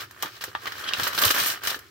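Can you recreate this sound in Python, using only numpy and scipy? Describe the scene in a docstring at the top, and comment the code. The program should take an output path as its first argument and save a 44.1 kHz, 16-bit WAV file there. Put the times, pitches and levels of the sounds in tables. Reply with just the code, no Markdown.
"""Small steel parts slide and tumble in a clear plastic box that hands shift and tilt on a table, close by.
The parts clatter against the walls in short bursts; the box ticks, knocks, snaps and scrapes.
Each contact is a click that rings the modes of the hollow panels, the stiff rim or the steel.
Underneath, the table thuds softly in a small, quiet room."""
import sys
import numpy as np
from scipy import signal
from scipy.fft import rfft, irfft
from scipy.io import wavfile
from scipy.ndimage import uniform_filter1d

SR = 44100
rng = np.random.default_rng(int(sys.argv[2]) if len(sys.argv) > 2 else 0)


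def unload_wav(signal):
    """Save mono or channel-first audio to the path in sys.argv[1] as 16-bit WAV at rate SR, clipped to [-1, 1]."""
    wavfile.write(
        sys.argv[1],
        SR,
        np.round(np.clip(np.atleast_2d(signal).T, -1, 1) * 32767).astype(np.int16),
    )


N = 83790
T = np.arange(N) / SR
RING_T = np.arange(8192) / SR  # time axis of one ring-out


# bright ring of the steel (pitch [Hz], level [dB], t60 [s])
STEEL_RING = [(8590, 1.5, 0.041), (9570, -1.5, 0.061), (11100, -3, 0.019), (12700, 2, 0.064),
              (13100, -4, 0.05), (13600, 3, 0.069), (13780, 2, 0.045), (14510, 3, 0.071)]
# bare click on steel (frequency [Hz], level [dB])
STEEL_ATTACK = [(2000, -62), (5500, 2.5), (7500, 0.5), (9000, -1.5), (10300, -2.5), (12000, 0.5),
                (14400, 3), (16000, -8.5)]
def steel():
    """Loose steel parts jingle when shaken and damp each other when pressed together."""
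    return rattle(2, STEEL_ATTACK, STEEL_RING, ring_db=-2.5, scatter_db=30,
                  per_s=400, spread_db=3, left_db=-1.5, loose=True)


# hollow ring of the panels (pitch [Hz], level [dB], t60 [s])
PANEL_RING = [(1197.5, -7, 0.036), (1404, -3, 0.033), (1635, 2.5, 0.027), (1774, 4.5, 0.018)]
# bare click on a panel (frequency [Hz], level [dB])
PANEL_ATTACK = [(40, -8.5), (120, -19), (300, -10), (600, -7.5), (900, -6), (1150, 1), (1850, -2.5),
                (2300, -9), (3200, -8.5), (6000, -56)]
def panels():
    """The plastic panels give each contact its midrange body."""
    return rattle(0, PANEL_ATTACK, PANEL_RING, ring_db=-0.5, scatter_db=1,
                  per_s=450, spread_db=2, left_db=-1.5)


# hard ring of the rim (pitch [Hz], level [dB], t60 [s])
RIM_RING = [(2827, 2.6, 0.034), (2950, 3.3, 0.043), (3050, 1.4, 0.049), (3292, 2.2, 0.028),
            (3543, -3.4, 0.028), (3595, -3.8, 0.024), (3920, -1.1, 0.061), (4270, -0.6, 0.02),
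            (5350, -0.73, 0.042)]
# bare click on the rim (frequency [Hz], level [dB])
RIM_ATTACK = [(800, -22.5), (1800, -7.5), (2400, 1.5), (3100, -3), (4300, 1), (5800, -4), (7500, -14.5),
              (10000, -29.5), (16000, -6.5)]
def rim():
    """The stiff rim gives each contact its sharp edge."""
    return rattle(1, RIM_ATTACK, RIM_RING, ring_db=-4, scatter_db=4, per_s=653, spread_db=-1, left_db=2)


# single taps (time [s], panel level [dB], rim level [dB], steel level [dB])
TAP_CUES = [(.110, -19.5, -24, -21.5), (0.2246, -8.5, -1.5, -0.5), (0.259, -12.5, -13, -37),
            (0.4389, -4.5, -8, -5), (0.6566, -7, -8.5, -33), (0.721, -7.5, -9, -20),
            (0.9978, 1.5, -4.5, -8), (1.1315, -6.5, -8.5, -13), (1.149, -7, -5, -7), (1.178, -0.5, 1, -10),
            (1.363, -0.5, -15, -15), (1.3818, 1.5, -25, -6), (1.400, -15, 2, -12), (1.501, -12, 0.5, -18),
            (1.6187, -16, -28, -40), (1.6721, -16, 0, 1), (1.7444, -4, -8, -22), (1.790, -40, -22, -18.5)]
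def rattle(layer, spectrum, modes, ring_db, scatter_db, per_s, spread_db, left_db, loose=False):
    """Taps and a stream of tiny hits strike one layer: 0 is the panels, 1 the rim, 2 the steel."""
    spots, pressed_ring_db = 6, -24
    strength = jostle(layer)
    hits = rng.random(N) < per_s / SR
    force = hits * amp(spread_db * rng.standard_normal(N)) * rng.choice([-1, 1], N)
    local_rms = np.sqrt(np.abs(uniform_filter1d(force ** 2, 700)) + 1e-9)
    force = force / local_rms * strength
    spot = rng.integers(0, spots, N)
    free = rng.random(N) < (freedom(strength) if loose else 1)
    out = np.zeros((2, N))
    for k in range(spots):
        here = force * (spot == k)
        out += through(here * free, contact(spectrum, modes, ring_db, scatter_db))
        if loose:
            out += through(here * ~free, contact(spectrum, modes, pressed_ring_db, scatter_db))
    for start, *db in TAP_CUES:
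        add(out, start, amp(db[layer]) * contact(spectrum, modes, ring_db, scatter_db))
    return out * amp(np.array([[left_db], [-left_db]]) / 2)


# rubbing on the plastic, by the fingers at first and by the sliding parts later (time [s], panel level [dB],
# rim level [dB], steel level [dB])
SLIDE_ENVELOPE = [(0, -37, -34, -42), (0.034, -39, -45.5, -49.5), (0.067, -59.5, -59, -68.5),
                  (.18, -48.5, -58.5, -58.5), (.22, -46, -45.5, -49), (0.266, -37, -45, -47.5),
                  (0.308, -53, -50.5, -59), (0.369, -47.5, -45.5, -54), (.40, -56, -60, -61),
                  (.45, -45, -47, -58), (.485, -46, -44.5, -55), (.515, -50, -59, -58.5),
                  (.60, -50.5, -48.5, -60), (.63, -41.5, -47.5, -49.5), (0.676, -41, -45, -50),
                  (0.728, -44, -47, -55.5), (0.799, -38.5, -39, -43.5), (.86, -36, -52, -50.5),
                  (.92, -34.5, -41, -58), (.98, -32.5, -35.5, -39), (1.06, -31.5, -32.5, -38),
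                  (1.125, -36.5, -41, -48), (1.17, -37, -36, -36.5), (1.21, -29, -33, -34),
                  (1.273, -26.5, -25.5, -26), (1.336, -37.5, -35.5, -36.5), (1.357, -28.5, -28.5, -31),
                  (1.441, -29.5, -28, -30.5), (1.516, -34, -33.5, -30.5), (1.559, -37, -43.5, -51.5),
                  (1.607, -52.5, -55.5, -61), (1.646, -35, -33.5, -36.5), (1.72, -32.5, -37, -41),
                  (1.759, -48.5, -44, -44), (1.78, -47, -55, -61), (1.9, -61, -60, -64)]
# parts tumbling together (time [s], length [s], panel level [dB], rim level [dB], steel level [dB])
CLATTER_CUES = [(0.407, 0.018, -39.5, -35.5, -42.5), (0.667, 0.0073, -25, -33.5, -38),
                (1.029, 0.0043, -48, -24, -24.5), (1.041, 0.012, -37, -34, -38),
                (1.065, 0.011, -25.5, -27.5, -29), (1.181, 0.0077, -23, -22, -26.5),
                (1.213, .011, -21.5, -21.5, -24), (1.233, 0.0058, -23, -36, -23),
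                (1.245, 0.0085, -23, -21.5, -19.5), (1.302, 0.0083, -19, -18.5, -20),
                (1.34, 0.0051, -21.5, -27, -25), (1.389, 0.01, -26.5, -28.5, -27),
                (1.456, 0.024, -58, -33, -27), (1.628, 0.0084, -32.5, -35, -33.5),
                (1.67, 0.0088, -29.5, -27.5, -29), (1.695, 0.011, -37, -28, -33)]
def jostle(layer, attack_s=0.0029, release_s=0.0035):
    """Envelope of the tiny hits on one layer: a bed of sliding with bursts of clatter on top."""
    slide = np.array(SLIDE_ENVELOPE)
    power = amp(np.interp(T, slide[:, 0], slide[:, 1 + layer])) ** 2
    for start, length, *db in CLATTER_CUES:
        attack = np.clip((T - start) / attack_s, 0, 1)
        release = np.exp(-np.maximum(T - start - length, 0) / release_s)
        power += (amp(db[layer]) * attack * release) ** 2
    return np.sqrt(power)


def freedom(strength, half_free_db=-36.5):
    """Share of the hits hard enough to part the pieces and let them ring."""
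    return strength ** 2 / (strength ** 2 + amp(half_free_db) ** 2)


def pings(layer, modes, per_s=220, spread_db=2, detune=0.0045, count=600):
    """Parts bounce free and ring one mode each; leaning on the others shifts the pitch a little."""
    out, strength = np.zeros((2, N)), jostle(layer)
    strength = strength * np.sqrt(freedom(strength))
    chance, variations = rng.random((count, 2)), rng.standard_normal((count, 3))
    starts = np.cumsum(-np.log(1 - chance[:, 0])) / per_s
    for start, pick, (shift, *sides) in zip(starts[starts < T[-1]], chance[:, 1], variations):
        hz, db, t60 = modes[int(pick * len(modes))]
        gain = amp(db + spread_db * np.array(sides)[:, None]) * strength[int(start * SR)]
        add(out, start, gain * tone(hz * (1 + detune * shift), t60))
    return out


# clear steel accents (time [s], pitch [Hz], level [dB])
CLINK_CUES = [(1.217, 13600, 4), (1.234, 13780, 4), (1.251, 11100, -3.5), (1.260, 14510, -4),
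              (1.347, 13780, -7), (1.434, 8590, -6), (1.462, 14510, -2), (1.472, 9570, -9)]
def clinks():
    """One steel part falls clear and rings on the mode nearest the cued pitch."""
    out = np.zeros((2, N))
    for start, pitch, db in CLINK_CUES:
        hz, _, t60 = min(STEEL_RING, key=lambda mode: abs(mode[0] - pitch))
        add(out, start, amp(db) * tone(hz, t60))
    return out


# hollow knocks (time [s], level [dB])
KNOCK_CUES = [(0.2322, 0.5), (.5510, 2)]
# ring of the whole box (pitch [Hz], level [dB], t60 [s])
KNOCK_RING = [(810, -11, 0.02), (902, -6, 0.059), (1196, 4, 0.06), (1860, 2, .035)]
# dull click of a knock (frequency [Hz], level [dB])
KNOCK_ATTACK = [(150, -25), (550, -12.5), (850, -3.5), (1500, -4), (2400, -13), (3300, -7.5), (5200, -26),
                (10000, -42)]
def knocks():
    """The box knocks and rings as one body."""
    out = np.zeros((2, N))
    for start, db in KNOCK_CUES:
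        add(out, start, amp(db) * contact(KNOCK_ATTACK, KNOCK_RING, ring_db=-2, scatter_db=-0.5))
    return out


# sharp snaps (time [s], level [dB])
SNAP_CUES = [(0.2249, -33), (0.9355, 5.5), (1.2375, 7), (1.28, 3.5)]
# crisp click of a snap (frequency [Hz], level [dB])
SNAP_ATTACK = [(1700, -23), (2800, -1.5), (4200, -6.5), (5600, -11), (8000, -22.5), (16000, -26)]
def snaps():
    """The rim snaps under the fingers."""
    out = np.zeros((2, N))
    for start, db in SNAP_CUES:
        add(out, start, amp(db) * contact(SNAP_ATTACK, RIM_RING, ring_db=-1.5, scatter_db=-0.5))
    return out


# swelling scrapes (peak time [s], rise [s], level [dB])
SCRAPE_CUES = [(0.841, 0.0022, -29), (0.89, 0.013, -23.5)]
def scrapes(release_s=0.004):
    """The rim rubs harder and harder, then slips free."""
    pressure = sum(amp(db) * np.exp(-np.maximum((peak - T) / rise, (T - peak) / release_s))
                   for peak, rise, db in SCRAPE_CUES)
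    friction = pressure * rng.standard_normal(N)
    return through(friction, contact(SNAP_ATTACK, RIM_RING, ring_db=-1.5, scatter_db=-0.5))


# box and hands landing on the table (time [s], table level [dB], box air level [dB])
BUMP_CUES = [(0.248, -42, -13.5), (.479, -24, -16), (0.984, -13, -20), (1.018, -13.5, -28),
             (1.147, -16.5, -18), (1.257, -4.5, -6), (1.41, -17, -28), (1.761, -27, -17.5)]
# low thud of the table top (pitch [Hz], level [dB], t60 [s])
TABLE_RING = [(63, -21, 0.051), (96.5, -7, 0.042), (118, 4, 0.048), (180, -10, 0.038)]
# air inside the box (pitch [Hz], level [dB], t60 [s])
AIR_RING = [(259, -15, 0.025), (332, -39, 0.012), (435, 1, 0.013)]
def bumps(rub_t60_s=0.043):
    """Skin rubs briefly as it lands, sounding the table top and the air in the box."""
    out = np.zeros((2, N))
    for start, table_db, air_db in BUMP_CUES:
        rub = rng.standard_normal(len(RING_T)) * fade(RING_T, rub_t60_s)
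        thud = amp(table_db) * unit(through(rub, ring(TABLE_RING)))
        hollow = amp(air_db) * unit(through(rub, ring(AIR_RING)))
        add(out, start, thud + hollow)
    return out


def room(x, t60_s=0.12, predelay_s=0.0074, wet_db=-11):
    """A small room adds a short, diffuse tail."""
    t = T[:SR // 2]
    tail = unit(rng.standard_normal((2, len(t))) * fade(t, t60_s) * (t > predelay_s))
    return x + amp(wet_db) * through(x, tail)


# colour of the room tone (frequency [Hz], level [dB])
ROOM_SPECTRUM = [(20, -40), (45, -26), (65, -3), (115, 4.5), (170, -17.5), (380, -2.5), (600, -30.5),
                 (1600, -24), (4000, -24), (16000, -39)]
def room_tone(level_db=-57, side_db=-14):
    """A quiet bed of low rumble, nearly mono."""
    mid, side = through(rng.standard_normal((2, N)), click(ROOM_SPECTRUM))
    return amp(level_db) * (mid + amp(side_db) * side * np.array([[1], [-1]]))


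def contact(spectrum, modes, ring_db, scatter_db, scatter_t60_s=0.048, scatter_delay_s=0.0006):
    """One stereo hit: a click, its reflections off box, hands and table, and the modes it rings."""
    scatter = rng.standard_normal((2, len(RING_T))) * fade(RING_T, scatter_t60_s)
    paths = amp(scatter_db) * unit(scatter * (RING_T > scatter_delay_s))
    paths[0, rng.integers(3)] += 1  # the direct click lands up to two samples later on the left
    paths[1, 0] += 1
    rings = ring(modes) + amp(scatter_db) * np.array([ring(modes), ring(modes)])
    pulse = click(spectrum)
    return unit(unit(through(pulse, paths)) + amp(ring_db) * unit(through(pulse, rings)))


def click(spectrum, size=2048):
    """Minimum-phase pulse with the given spectral shape."""
    hz, db = np.array(spectrum).T
    bins_hz = np.fft.rfftfreq(size, 1 / SR)
    gain = amp(np.interp(np.log(bins_hz + 1), np.log(hz), db))
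    cepstrum = irfft(np.log(gain))
    cepstrum[1:size // 2] *= 2  # folding the cepstrum packs the energy at the front
    cepstrum[size // 2 + 1:] = 0
    pulse = irfft(np.exp(rfft(cepstrum)))
    return unit(np.pad(pulse, (0, len(RING_T) - size)))


def ring(modes, spread_db=5):
    """Damped modes, with random weights for where the hit lands."""
    weights = amp(spread_db * rng.standard_normal(len(modes))) * rng.choice([-1, 1], len(modes))
    return unit(sum(weight * amp(db) * np.sin(2 * np.pi * hz * RING_T) * fade(RING_T, t60)
                    for weight, (hz, db, t60) in zip(weights, modes)))


def tone(hz, t60):
    """One mode ringing out, in its own phase on each side."""
    cycles = hz * RING_T
    wave = np.sin(2 * np.pi * (cycles + rng.random((2, 1))))
    return unit(wave * fade(RING_T, t60) * (1 - np.exp(-cycles)))


def amp(db):
    """Decibels to gain."""
    return 10 ** (np.asarray(db) / 20)


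def unit(x):
    """Scale each channel to an energy of one."""
    return x / np.sqrt(np.sum(x ** 2, axis=-1, keepdims=True) + 1e-18)


def fade(t, t60):
    """Decay that falls 60 dB in t60 seconds."""
    return np.exp(-np.log(1000) * t / t60)


def through(x, response):
    """Convolve, keeping the length of x."""
    return signal.fftconvolve(np.atleast_2d(x), np.atleast_2d(response), axes=-1)[:, :x.shape[-1]]


def add(out, start, sound):
    """Mix a sound in at its cue time."""
    i = max(int(start * SR), 0)
    out[:, i:i + sound.shape[-1]] += sound[..., :N - i]


def scene():
    """Mix box, steel and table in the room, over the room tone."""
    box = panels() + rim() + knocks() + snaps() + scrapes()
    parts = steel() + clinks()
    ringing = amp(12.5) * pings(1, RIM_RING) + amp(9) * pings(2, STEEL_RING)
    return room(box + parts + ringing + bumps()) + room_tone()


def record(dry):
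    """The recorder cuts the deep bass and the top of the treble."""
    low_cut = signal.butter(2, 55, "high", fs=SR, output="sos")
    high_cut = signal.ellip(10, .2, 80, 15750, fs=SR, output="sos")
    return signal.sosfilt(high_cut, signal.sosfilt(low_cut, dry))


dry = scene()
out = record(dry)
unload_wav(out)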